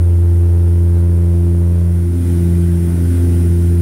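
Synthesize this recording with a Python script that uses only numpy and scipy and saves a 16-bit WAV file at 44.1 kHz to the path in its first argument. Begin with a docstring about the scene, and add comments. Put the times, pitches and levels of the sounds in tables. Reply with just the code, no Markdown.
"""A low drone fills the cabin of a small three-blade turboprop in cruise, under a rush of air that swells.
The drone is additive synthesis: the blade tone, its overtones and the propeller shaft orders.
The air is noise shaped by a spectrum; a gear tone and a fuzzy turbine whine sound faintly above.
The drone overloads the microphone on its downward swing at first, which flattens the troughs
and chops the hiss once a cycle."""
import sys
import numpy as np
from scipy import signal
from scipy.io import wavfile
from scipy.ndimage import uniform_filter1d

SR = 44100
rng = np.random.default_rng(int(sys.argv[2]) if len(sys.argv) > 2 else 0)


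def wav_out(sig):
    """Save sig, one row per channel (or a flat mono array), as 16-bit PCM at SR to the path in sys.argv[1]."""
    wavfile.write(sys.argv[1], SR, np.round(np.clip(np.atleast_2d(sig).T, -1, 1) * 32767).astype(np.int16))


def gain_from_decibels(decibels):
    """Convert decibel values to linear amplitude factors."""
    exponent = np.asarray(decibels, float) / 20
    return 10 ** exponent


N = 168021
T = np.arange(N) / SR


def evened(x):
    """Normalization: scales a signal to unit rms."""
    return x / np.sqrt(np.mean(abs(x) ** 2) + 1e-20)


def curve(rows, col=1, at=T):
    """Linear interpolation: one column of a table at the given times."""
    rows = np.array(rows, float)
    return np.interp(at, rows[:, 0], rows[:, col])


def read(points, hz):
    """Logarithmic frequency axis: a spectrum table is interpolated along it."""
    f, value = np.transpose(points)
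    return np.interp(np.log(hz + 1), np.log(f + 1), value)


def drift(hz):
    """Narrow-band modulation: complex noise of about hz bandwidth and unit rms."""
    r = np.exp(-np.pi * hz / SR)
    settle = SR  # the filter runs in for a second first
    z = rng.standard_normal(N + settle) + 1j * rng.standard_normal(N + settle)
    return evened(signal.lfilter([1], [1, -2 * r, r * r], z)[settle:])


def tone(turns, db):
    """Simple harmonic motion: a cosine of rms level db."""
    return np.sqrt(2) * gain_from_decibels(db) * np.cos(2 * np.pi * turns)


# Blade passing frequency. Each row: time in seconds, blade rate in Hz.
BLADE_RATE = [(0, 86.11), (1.8, 86.11), (2.0, 86.2), (2.4, 86.2), (2.8, 85.8), (3.1, 85.7), (3.4, 85.95),
              (3.81, 86.15)]
START_TURNS = .2  # the drone is met in mid-swing


def blade_turns():
    """Phase is the time integral of frequency: blade cycles elapsed."""
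    return START_TURNS + np.cumsum(curve(BLADE_RATE)) / SR


WOBBLE_DB, WOBBLE_TURNS, WOBBLE_HZ = .08, .0012, 12  # level and phase wobble per order, bandwidth
# Blade orders 1 to 4. Each row: time in seconds, then the rms level in dB of orders 1, 2, 3 and 4.
ORDER_LEVELS = [(0, -9.5, -26.5, -39, -34), (.3, -9.5, -27, -37.5, -29), (.6, -9.5, -25, -33.5, -32),
                (.9, -10, -23.5, -34, -29.5), (1.2, -10.5, -21, -33.5, -31.5),
                (1.5, -11.5, -21, -32, -25.5), (1.75, -11, -20.5, -34.5, -38),
                (1.95, -12.5, -20.5, -41, -34), (2.08, -14, -24.5, -35, -27), (2.2, -14.5, -27.5, -25, -33),
                (2.33, -13, -21, -26, -26.5), (2.48, -12.5, -17, -39, -27), (2.7, -12.5, -17.5, -44, -26),
                (2.9, -15, -19, -31.5, -28), (3.05, -13, -22, -25.5, -31), (3.17, -11.5, -32.5, -23.5, -27),
                (3.3, -11.4, -22, -24.5, -27.5), (3.5, -11.5, -21.5, -31, -26.5),
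                (3.81, -11, -21, -32, -26.5)]
# Push or pull of each order at the crest. One sign for each of orders 1 to 4.
ORDER_SIGNS = (1, -1, 1, 1)
# Drift of the orders from the blade beat across the cabin. Each row: time in seconds, then the lead
# in turns of orders 1, 2, 3 and 4.
ORDER_LEADS = [(0, 0, 0, 0, .05), (1.7, 0, 0, 0, .08), (1.9, .01, 0, 0, .2), (2.1, .04, 0, .24, .36),
               (2.3, .05, 0, -.05, .16), (2.5, .1, 0, -.12, .08), (2.75, .1, 0, -.2, .06),
               (2.9, .06, 0, -.24, .05), (3.1, 0, 0, -.08, .11), (3.3, .05, 0, .25, .38),
               (3.81, .05, 0, .29, .42)]


def blade_orders(turns):
    """Fourier series of the blade pressure: each harmonic wobbles more the higher it is."""
    out = np.zeros(N)
    for order, sign in enumerate(ORDER_SIGNS, 1):
        wobble = drift(WOBBLE_HZ) * order
        phase = order * turns + curve(ORDER_LEADS, col=order) + WOBBLE_TURNS * wobble.imag
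        level = curve(ORDER_LEVELS, col=order) + WOBBLE_DB * wobble.real
        out += sign * tone(phase, level)
    return out


UPPER_LAG_S = 0.00025
# Higher blade harmonics. Each row: blade order, rms level in dB.
UPPER_ORDERS = [(5, -50.5), (6, -53), (7, -54.5)]


def upper_orders(turns):
    """Phase alignment: harmonics that crest together, half a turn and a short lag after the blade beat."""
    out = np.zeros(N)
    for order, db in UPPER_ORDERS:
        beat = turns + .5 - UPPER_LAG_S * curve(BLADE_RATE)
        out += tone(round(order) * (beat + WOBBLE_TURNS * drift(WOBBLE_HZ).imag), db)
    return out


CALM_DB = -48.5  # treble level that counts as no swell
# Strength of the airflow. Each row: time in seconds, treble level in dB.
AIR_LEVEL = [(0.05, -48.5), (0.18, -48), (0.21, -48), (0.9, -48), (1.0, -46.5), (1.01, -48.5),
             (2.13, -46.5), (2.27, -40), (2.72, -42), (3.13, -38.5), (3.77, -42.5)]


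def air_swell(at=T):
    """Level difference: the treble of the airflow in dB above calm."""
    return curve(AIR_LEVEL, at=at) - CALM_DB


# Propeller shaft orders and gear mesh. Each row: order of the shaft rate, rms level in dB in calm air.
SHAFT_ORDERS = [(2, -48), (4, -46.5), (85, -69.5)]


def shaft_orders(turns):
    """Rotational orders: multiples of the shaft rate, unsteady in level, swelling with the air."""
    out = np.zeros(N)
    swell = air_swell()
    for order, db in SHAFT_ORDERS:
        unsteady = abs(1 + .5 * drift(6)) / np.sqrt(1.25)  # unit rms
        shaft_turns = turns / 3  # three blades a turn
        out += tone(round(order) * shaft_turns + rng.random(), db + swell) * unsteady
    return out


RUSH_DB, PATCH_DB, FLUTTER_DB = -32.5, 1, 0.1  # rms level in calm air, spectral patches, level flutter
# Spectrum of the rush and hull rumble. Each row: frequency in Hz, relative density in dB per Hz.
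RUSH_SPECTRUM = [(12, -15), (28, -6.5), (42, -10), (56, -2.5), (80, -9.5), (115, -1.5), (150, -10),
                 (230, -7.5), (300, -8.5), (390, -9), (460, -15.5), (560, -23.5), (650, -20.5), (740, -27),
                 (830, -25), (950, -28.5), (1250, -32.5), (1450, -27), (1700, -33), (2000, -31.5),
                 (2350, -37.5), (3400, -38.5), (4400, -43), (5400, -39.5), (6900, -43.5), (7600, -38.5),
                 (8500, -39.5), (8850, -34.5), (9700, -33), (10300, -35), (11500, -37.5), (13000, -40),
                 (14500, -41), (16000, -40)]
# Narrow hiss around the whine. Each row: frequency in Hz, dB added to the rush.
HISS_RIDGE = [(8900, 0), (9060, 4.5), (9250, 5.5), (9360, 4), (9450, 1), (9700, 0)]
# Response to the swell. Each row: frequency in Hz, share of the swell followed.
SWELL_SHARE = [(30, 0.1), (150, 0.84), (600, 0.45), (1100, 0.47), (1500, 0.67), (9000, 0.7)]


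def airflow():
    """Filtered noise: random short-time spectra, shaped and patchy, give the rush of air and hull rumble."""
    size, hop = 2048, 512
    frames, hz = N // hop + 5, np.fft.rfftfreq(size, 1 / SR)
    real, imag, patches = rng.standard_normal((frames, len(hz), 3)).T
    patches = uniform_filter1d(patches, size=16, axis=0)  # across frequency
    patches = evened(uniform_filter1d(patches, size=6, axis=1))  # across time
    shape = read(RUSH_SPECTRUM, hz) + read(HISS_RIDGE, hz)
    calm = (real + 1j * imag) * gain_from_decibels(shape[:, None] + PATCH_DB * patches)
    swell = air_swell(np.arange(frames) * hop / SR)
    swollen = calm * gain_from_decibels(read(SWELL_SHARE, hz)[:, None] * swell)
    calm_sound = signal.istft(calm, nperseg=size, noverlap=size - hop)[1]
    rush = signal.istft(swollen, nperseg=size, noverlap=size - hop)[1][:N]
    calm_rms = np.sqrt(np.mean(calm_sound ** 2))
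    return gain_from_decibels(RUSH_DB + FLUTTER_DB * drift(36).real) * rush / calm_rms


WHINE_WIDTH_HZ, WHINE_FUZZ = 10, .35  # bandwidth and relative amplitude of the fuzz
# Turbine whine. Each row: time in seconds, whine frequency in Hz, then the rms level in dB before the
# fuzz of the whine, of the sideband one blade rate above and of the sideband one blade rate below.
WHINE = [(0, 9180, -74, -59, -76), (1.0, 9180, -72, -60, -76), (1.2, 9178, -70, -67, -76),
         (1.75, 9168, -68, -62, -74), (2.0, 9125, -62, -70, -64), (2.3, 9098, -57, -68, -63),
         (2.7, 9122, -60, -72, -68), (3.1, 9135, -59, -66, -57), (3.35, 9142, -68, -57, -57),
         (3.6, 9147, -72, -57, -59), (3.81, 9152, -72, -56, -66)]


def turbine(turns):
    """Modulation sidebands: a fuzzy whine with a line either side at the blade rate."""
    out = np.zeros(N)
    spin = np.exp(2j * np.pi * np.cumsum(curve(WHINE)) / SR)
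    for col, side in ((2, 0), (3, 1), (4, -1)):
        line = spin * np.exp(2j * np.pi * side * turns)
        fuzz = 1 + WHINE_FUZZ * drift(WHINE_WIDTH_HZ)
        out += np.sqrt(2) * gain_from_decibels(curve(WHINE, col=col)) * (line * fuzz).real
    return out


def scene():
    """Superposition: all the cabin sounds add, sharing one blade phase."""
    turns = blade_turns()
    propeller = blade_orders(turns) + upper_orders(turns) + shaft_orders(turns)
    return (propeller + airflow() + turbine(turns))[None]


KNEE = .001  # softness of the floor, in amplitude
STICK, RECOVERY_S = 1.2, .0004  # how much of the overload lingers, and for how long
SELF_NOISE_DB = -62
# Overload floor of the microphone. Each row: time in seconds, deepest downward swing in dB.
TROUGH = [(0, -6.6), (1.0, -6.6), (1.6, -6.9), (2.0, -7.1), (2.1, -3.5), (3.81, -3.5)]


def microphone(dry):
    """Asymmetric clipping: the downward swing meets a tight-kneed floor and sticks briefly; hiss is added."""
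    floor = -gain_from_decibels(curve(TROUGH))
    q = np.exp(-1 / (RECOVERY_S * SR))
    overload = np.maximum(floor - dry, 0)
    lingering = STICK * signal.lfilter([1 - q], [1, -q], overload)
    held = floor + KNEE * np.logaddexp(0, (dry - lingering - floor) / KNEE)
    return held + gain_from_decibels(SELF_NOISE_DB) * rng.standard_normal(N)


COUPLING_HZ, EDGE_HZ, OFFSET = 4, 15740, .006  # high-pass corner, low-pass edge, constant added


def band_limit(x):
    """Linear filtering: a coupling capacitor blocks the lows, a steep low-pass the top; a small offset."""
    r = np.exp(-2 * np.pi * COUPLING_HZ / SR)
    coupled = signal.lfilter([1, -1], [1, -r], x)
    edge = signal.firwin(1023, EDGE_HZ, window=("kaiser", 10), fs=SR)[None]
    return signal.oaconvolve(coupled, edge, "same") + OFFSET


def top_cut(x):
    """Nothing passes above the cut-off."""
    return signal.sosfilt(signal.butter(12, 16980, fs=SR, output="sos"), x)


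def record(dry):
    """Signal chain: the overloaded microphone, then the band limit."""
    mix = band_limit(microphone(dry))
    return top_cut(mix)


dry = scene()
out = record(dry)
wav_out(out)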